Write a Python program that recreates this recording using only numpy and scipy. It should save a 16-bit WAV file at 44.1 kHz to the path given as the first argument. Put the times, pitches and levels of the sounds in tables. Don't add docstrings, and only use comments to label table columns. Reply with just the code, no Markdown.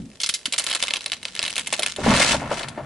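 import sys
import numpy as np
from scipy import signal
from scipy.fft import rfft, irfft, next_fast_len
from scipy.io import wavfile

SR = 44100
rng = np.random.default_rng(int(sys.argv[2]) if len(sys.argv) > 2 else 0)


def materialize(psi):
    bounded = np.clip(np.atleast_2d(psi).T, -1, 1)
    quanta = np.round(bounded * 32767).astype(np.int16)
    wavfile.write(sys.argv[1], SR, quanta)


N = 125685
TIME = np.arange(N) / SR

# time in seconds, level in dB.
RUMBLE_LEVEL = [(0, -34), (.07, -43), (.22, -61), (1.96, -49.5), (2.06, -24), (2.12, -17.5), (2.22, -33.5),
                (2.4, -33), (2.6, -43), (2.85, -43.5)]
# frequency in Hz, level in dB.
RUMBLE_COLOUR = [(20, -13), (45, -6), (75, 0), (140, 1.5), (240, 5), (330, -6.5), (1500, -63)]
HUM_HZ, HUM_WIDTH_HZ, HUM_DB, HUM_FROM_S = 136, 10.7, -42, 2.3

# frequency in Hz, level in dB.
AIR_COLOUR = [(30, -39), (500, -4), (1300, -21), (3500, -20), (11000, -21.5)]
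AIR_DB = -53.5

# time in seconds, level in dB.
CRACKLE_LEVEL = [(0, -56.5), (.45, -50.5), (.72, -32), (.97, -36), (1.2, -48.5), (1.45, -37), (1.7, -40),
                 (1.9, -32.5), (2.1, -73)]
CRACKLE_PER_S, CRACKLE_SPREAD_DB, CRACKLE_RING_MS = 300, 4.5, 1
AFTER_DB, AFTER_S = -12.5, 0.0063

# start in seconds, level in dB (before KNOCK_GAIN_DB),
# pitch in Hz, decay in ms.
KNOCKS = [(.001, -35.5, 174, 11), (.478, -39, 264, 2.8), (1.725, -28.5, 580, 4.5), (1.790, -32, 560, 11),
          (1.983, -31.5, 444, 18), (2.061, -21.5, 550, 12.7), (2.111, -23.5, 820, 16),
          (2.199, -23.5, 580, 7.8), (2.211, -22.5, 2000, 16), (2.342, -24.5, 720, 9.5),
          (2.414, -35, 610, 31), (2.511, -24, 650, 11), (2.774, -34, 650, 24.7)]
KNOCK_GAIN_DB, KNOCK_WIDTH, KNOCK_RISE_MS = 5.5, 0.52, 2.2

# start in seconds, level in dB (before CRACK_GAIN_DB),
# treble in dB against the core of the crack (before TREBLE_GAIN_DB).
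CRACKS = [(0.2012, -27.5, -5), (0.214, -30, 3), (0.2333, -18, -13.5), (0.2615, -24, -2), (0.29, -19.5, 0),
          (0.3393, -21, -1.5), (0.3447, -37.5, 11.5), (0.355, -33, -20), (0.4558, -20.5, -5.5),
          (0.4608, -38, 7.5), (0.524, -24, 1.5), (0.5359, -20, -6.5), (0.58, -23, 3), (0.587, -27, 9),
          (0.5965, -23.5, -2.5), (0.6398, -31, 5.5), (0.6655, -23, -3), (0.699, -25.5, -2),
          (0.713, -21.5, -9), (0.728, -23.5, -8), (0.7495, -19, -1.5), (0.826, -19.5, -2),
          (0.8367, -21.5, -7), (0.882, -24, -8), (0.9073, -22.5, -11), (0.937, -18.5, -7),
          (0.9597, -25, -11), (0.968, -27, -6.5), (1.008, -34, -7), (1.061, -22.5, -5.5),
          (1.119, -21.5, -9), (1.1317, -26.5, -11), (1.23, -34, -6.5), (1.2531, -23.5, -7.5),
          (1.284, -35, -12), (1.3519, -31, -3.5), (1.3741, -34.5, -13), (1.3923, -19.5, -26),
          (1.4173, -30, -11), (1.4283, -22.5, -3.5), (1.4513, -26.5, -9), (1.463, -25.5, -6),
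          (1.4795, -24.5, -6), (1.505, -31.5, -1), (1.557, -28.5, -0.5), (1.5653, -25, -3),
          (1.5799, -22, -1.5), (1.5941, -26, -1), (1.6713, -26.5, 1.5), (1.726, -23, 3), (1.737, -21, -8),
          (1.7937, -21, -1), (1.8226, -26.5, -2), (1.8317, -18.5, -3.5), (1.8625, -22, -1),
          (1.9624, -30, -3.5), (2.1633, -20.5, -7.5), (2.32, -25, -14), (2.594, -30.5, -4),
          (2.6326, -30.5, -13), (2.685, -32.5, -1)]
# time in seconds, decay in ms.
SPLINTERING = [(.25, 8.5), (.6, 4.5), (.9, 2.5), (1.3, 1.1), (1.75, 3.9), (2.6, 3.8)]
# time in seconds, pitch in Hz.
PANE_HZ = [(.3, 4160), (.8, 3080), (1.6, 3120)]
# time in seconds, level in dB against the core.
BODY_LEVEL = [(.3, -31.5), (.6, -10.5), (.85, -12), (1.3, -15.5), (1.8, -11)]
CRACK_GAIN_DB, SNAP_MS, SNAP_WIDTH_HZ = 1, 3.2, 2310
GRAIN_DB, RISE_SHARE = 4, 0.049
CORE_BELOW, CORE_ABOVE = 0.74, 1.47
TREBLE_GAIN_DB, TREBLE_EDGE_HZ = -0.5, 4800
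BODY_LOW_HZ, BODY_HIGH_HZ, BODY_LINGER_MS = 437, 1580, 6.7
RING_DB, RING_T60_S = -6, 0.052

# time in seconds, level in dB (before CLATTER_GAIN_DB).
CLATTER_LEVEL = [(1.97, -45), (2.05, -28), (2.075, -19.5), (2.22, -21), (2.345, -26), (2.38, -35),
                 (2.48, -36), (2.53, -29), (2.65, -35.5), (2.72, -44), (2.85, -46)]
# time in seconds, level in dB (before SPLINTER_GAIN_DB).
SPLINTER_LEVEL = [(1.98, -46), (2.1, -26), (2.155, -24), (2.17, -21), (2.335, -23), (2.375, -43),
                  (2.47, -54), (2.54, -36), (2.63, -42.5), (2.72, -68), (2.85, -81)]
# frequency in Hz, level in dB.
CLATTER_COLOUR = [(200, -3.5), (400, -2), (650, 2.5), (1200, 0.5), (2100, -3.5), (3000, -9.5),
                  (6000, -25.5)]
# frequency in Hz, level in dB.
SPLINTER_COLOUR = [(700, -9), (1600, 1.5), (2600, 3), (4200, 2), (6000, -0.5), (8500, -3), (11000, -11)]
CLATTER_GAIN_DB, CLATTER_PER_S, CLATTER_RING_MS = -0.5, 540, 3.8
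SPLINTER_GAIN_DB, SPLINTERS_PER_S, SPLINTER_RING_MS = 3, 750, 2.8
SIZE_SPREAD_DB = 3.0

# start in seconds, level in dB.
LANDINGS = [(2.062, -19), (2.079, -14), (2.095, -19.5)]
# pitch in Hz, level in dB, time to fall by 60 dB in seconds.
TYRE_MODES = [(171, -14.5, 0.44), (221.8, 1.5, 0.49), (255, -3, 0.27)]

# frequency in Hz, likeness from 0 to 1.
LIKENESS = [(150, 1), (700, 0.85), (2500, 0.73), (9000, 0.1)]
# time in seconds, left minus right in dB.
LEAN_DB = [(.3, -0.6), (2.3, 0.5), (2.7, 2.5)]
CRACK_WIDTH, TREBLE_WIDTH = 0.083, 0.49
ECHO_DB, ECHO_DECAY_MS = -11, 4.3
TAIL_DB, TAIL_DECAY_MS = -15, 45
PEAK_LIMIT, CUTOFF_HZ = 0.76, 11100


def from_db(db):
    return 10 ** (np.asarray(db) / 20)


def rms_one(x):
    return x / np.sqrt(np.mean(x ** 2) + 1e-20)


def burst_one(x, span_s=.007):
    energy = np.mean(np.sum(x ** 2, -1))
    return x / np.sqrt(energy / (span_s * SR) + 1e-20)


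def at_time(rows, s):
    return np.interp(s, *np.transpose(rows))


def level(rows):
    return from_db(at_time(rows, TIME))


def at_hz(points, size):
    hz, value = np.transpose(points)
    bins_hz = np.arange(size // 2 + 1) * SR / size
    return np.interp(np.log(bins_hz + 1), np.log(hz), value)


def band(x, low_hz, high_hz, order=2):
    sos = signal.butter(order, [low_hz, min(high_hz, SR / 2 - 1)], "band", fs=SR, output="sos")
    return signal.sosfilt(sos, x + 1e-18)


def spread(pair, width):
    return pair[0] + width * pair[1] * np.array([[1], [-1]])


def stereo_noise(points, envelope=1):
    size = next_fast_len(N + 4096)
    mid, side = rfft(rng.standard_normal((2, N)) * envelope, size)
    alike = np.clip(at_hz(LIKENESS, size), 0, 1)
    both = spread((np.sqrt(1 + alike) * mid, side), np.sqrt(1 - alike))
    coloured = both * from_db(at_hz(points, size))
    return rms_one(irfft(coloured, size)[:, :N])


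def grains(per_s, spread_db, ring_ms):
    sizes = from_db(spread_db * np.minimum(rng.exponential(1, N), 4))
    born = rng.random(N) < per_s / SR
    keep = np.exp(-2000 / (ring_ms * SR))
    return np.sqrt(signal.lfilter([1], [1, -keep], born * sizes ** 2 + 1e-12))


def add(out, s, x):
    i = int(np.clip(s * SR, 0, N - 1))
    out[:, i:i + x.shape[1]] += x[:, :N - i]


def car():
    hum = rms_one(band(rng.standard_normal(N), HUM_HZ - HUM_WIDTH_HZ / 2, HUM_HZ + HUM_WIDTH_HZ / 2))
    rumble = level(RUMBLE_LEVEL) * stereo_noise(RUMBLE_COLOUR)
    return rumble + from_db(HUM_DB) * hum * (TIME > HUM_FROM_S)


def open_air():
    return from_db(AIR_DB) * stereo_noise(AIR_COLOUR)


def crackle(breaks):
    keep = np.exp(-1 / (AFTER_S * SR))
    power = np.mean(breaks ** 2, axis=0)
    stirred = np.sqrt(signal.lfilter([1 - keep], [1, -keep], power + 1e-18))
    crumbs = stereo_noise(SPLINTER_COLOUR, grains(CRACKLE_PER_S, CRACKLE_SPREAD_DB, CRACKLE_RING_MS))
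    return (level(CRACKLE_LEVEL) + from_db(AFTER_DB) * stirred) * crumbs


def knocks():
    out, t = np.zeros((2, N)), TIME[:SR // 5]
    ms = 1000 * t
    for s, db, hz, decay_ms in KNOCKS:
        envelope = np.exp(-ms / decay_ms) * (1 - np.exp(-ms / KNOCK_RISE_MS))
        chatter = spread(rng.standard_normal((2, len(t))), CRACK_WIDTH) * envelope
        edge = 1 + KNOCK_WIDTH / 2
        hollow = band(chatter, hz / edge, hz * edge, order=1)
        hollow = band(hollow, hz / 5.8, hz * 1.7, order=1)
        add(out, s, from_db(db + KNOCK_GAIN_DB) * burst_one(hollow, decay_ms / 1000))
    return out


def cracks():
    out, t = np.zeros((2, N)), TIME[:SR // 8]
    ms = 1000 * t
    for s, db, treble_db in CRACKS:
        decay_ms = at_time(SPLINTERING, s)
        snap_share = np.exp(-decay_ms / SNAP_MS)
        jumps_db = GRAIN_DB * np.repeat(rng.standard_normal(len(t)), 16)[:len(t)]
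        run = rng.standard_normal((2, len(t))) * from_db(jumps_db)
        run = run * (1 - np.exp(-ms / (RISE_SHARE * decay_ms)))
        splinters = run * np.exp(-ms / decay_ms)
        lingering = run * np.exp(-ms / (decay_ms + BODY_LINGER_MS))

        hz = at_time(PANE_HZ, s) * np.exp(.06 * rng.standard_normal())
        click = 1. * (t == 0)
        snap = burst_one(band(click, max(hz - SNAP_WIDTH_HZ / 2, 100), hz + SNAP_WIDTH_HZ / 2))
        fracture = burst_one(band(spread(splinters, CRACK_WIDTH), hz * CORE_BELOW, hz * CORE_ABOVE))
        core = burst_one(np.sqrt(snap_share) * snap + np.sqrt(1 - snap_share) * fracture)
        treble = burst_one(band(spread(splinters, TREBLE_WIDTH), TREBLE_EDGE_HZ, CUTOFF_HZ))
        body = burst_one(band(spread(lingering, CRACK_WIDTH), BODY_LOW_HZ, BODY_HIGH_HZ))

        crack = core + from_db(treble_db + TREBLE_GAIN_DB) * treble
        crack = crack + from_db(at_time(BODY_LEVEL, s)) * body
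        crack = crack + from_db(RING_DB) * (1 - snap_share) * shard_ring(t)
        add(out, s, from_db(db + CRACK_GAIN_DB) * crack)
    return out


def shard_ring(t, count=14):
    pitch, size = rng.random((count, 1)), rng.standard_normal((2, count))
    hz = 2100 * 4.5 ** (pitch ** 1.6)
    modes = np.sin(2 * np.pi * hz * t) * from_db(-60 * t / RING_T60_S)
    return burst_one(spread(size @ modes, TREBLE_WIDTH))


def crunch():
    clatter_grains = grains(CLATTER_PER_S, SIZE_SPREAD_DB, CLATTER_RING_MS)
    clatter = level(CLATTER_LEVEL) * stereo_noise(CLATTER_COLOUR, clatter_grains)
    splinter_grains = grains(SPLINTERS_PER_S, SIZE_SPREAD_DB, SPLINTER_RING_MS)
    splinters = level(SPLINTER_LEVEL) * stereo_noise(SPLINTER_COLOUR, splinter_grains)
    sliding = TIME > CLATTER_LEVEL[0][0]
    return sliding * (from_db(CLATTER_GAIN_DB) * clatter + from_db(SPLINTER_GAIN_DB) * splinters)


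def landing():
    out, boom = np.zeros((2, N)), np.zeros(N)
    for hz, db, t60_s in TYRE_MODES:
        boom += from_db(db - 60 * TIME / t60_s) * np.sin(2 * np.pi * hz * TIME)
    for s, db in LANDINGS:
        add(out, s, from_db(db) * boom[None])
    return out


def reflections(x):
    ms = 1000 * TIME[:SR // 3]
    response = 0
    for db, decay_ms in ((ECHO_DB, ECHO_DECAY_MS), (TAIL_DB, TAIL_DECAY_MS)):
        noise = spread(rng.standard_normal((2, len(ms))), 0.45)
        echoes = noise * np.exp(-ms / decay_ms) * (ms > 2)
        response = response + from_db(db) * burst_one(echoes, 1 / SR)
    return signal.fftconvolve(x, response, axes=1)[:, :N]


def scene():
    breaks = cracks()
    glass = crackle(breaks) + knocks() + breaks + crunch()
    glass = glass * level(LEAN_DB) ** np.array([[.5], [-.5]])
    return car() + open_air() + glass + reflections(glass) + landing()


def record(dry):
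    rounded = PEAK_LIMIT * np.tanh(dry / PEAK_LIMIT)
    return signal.sosfilt(signal.ellip(10, .3, 70, CUTOFF_HZ, fs=SR, output="sos"), rounded)


dry = scene()
out = record(dry)
materialize(out)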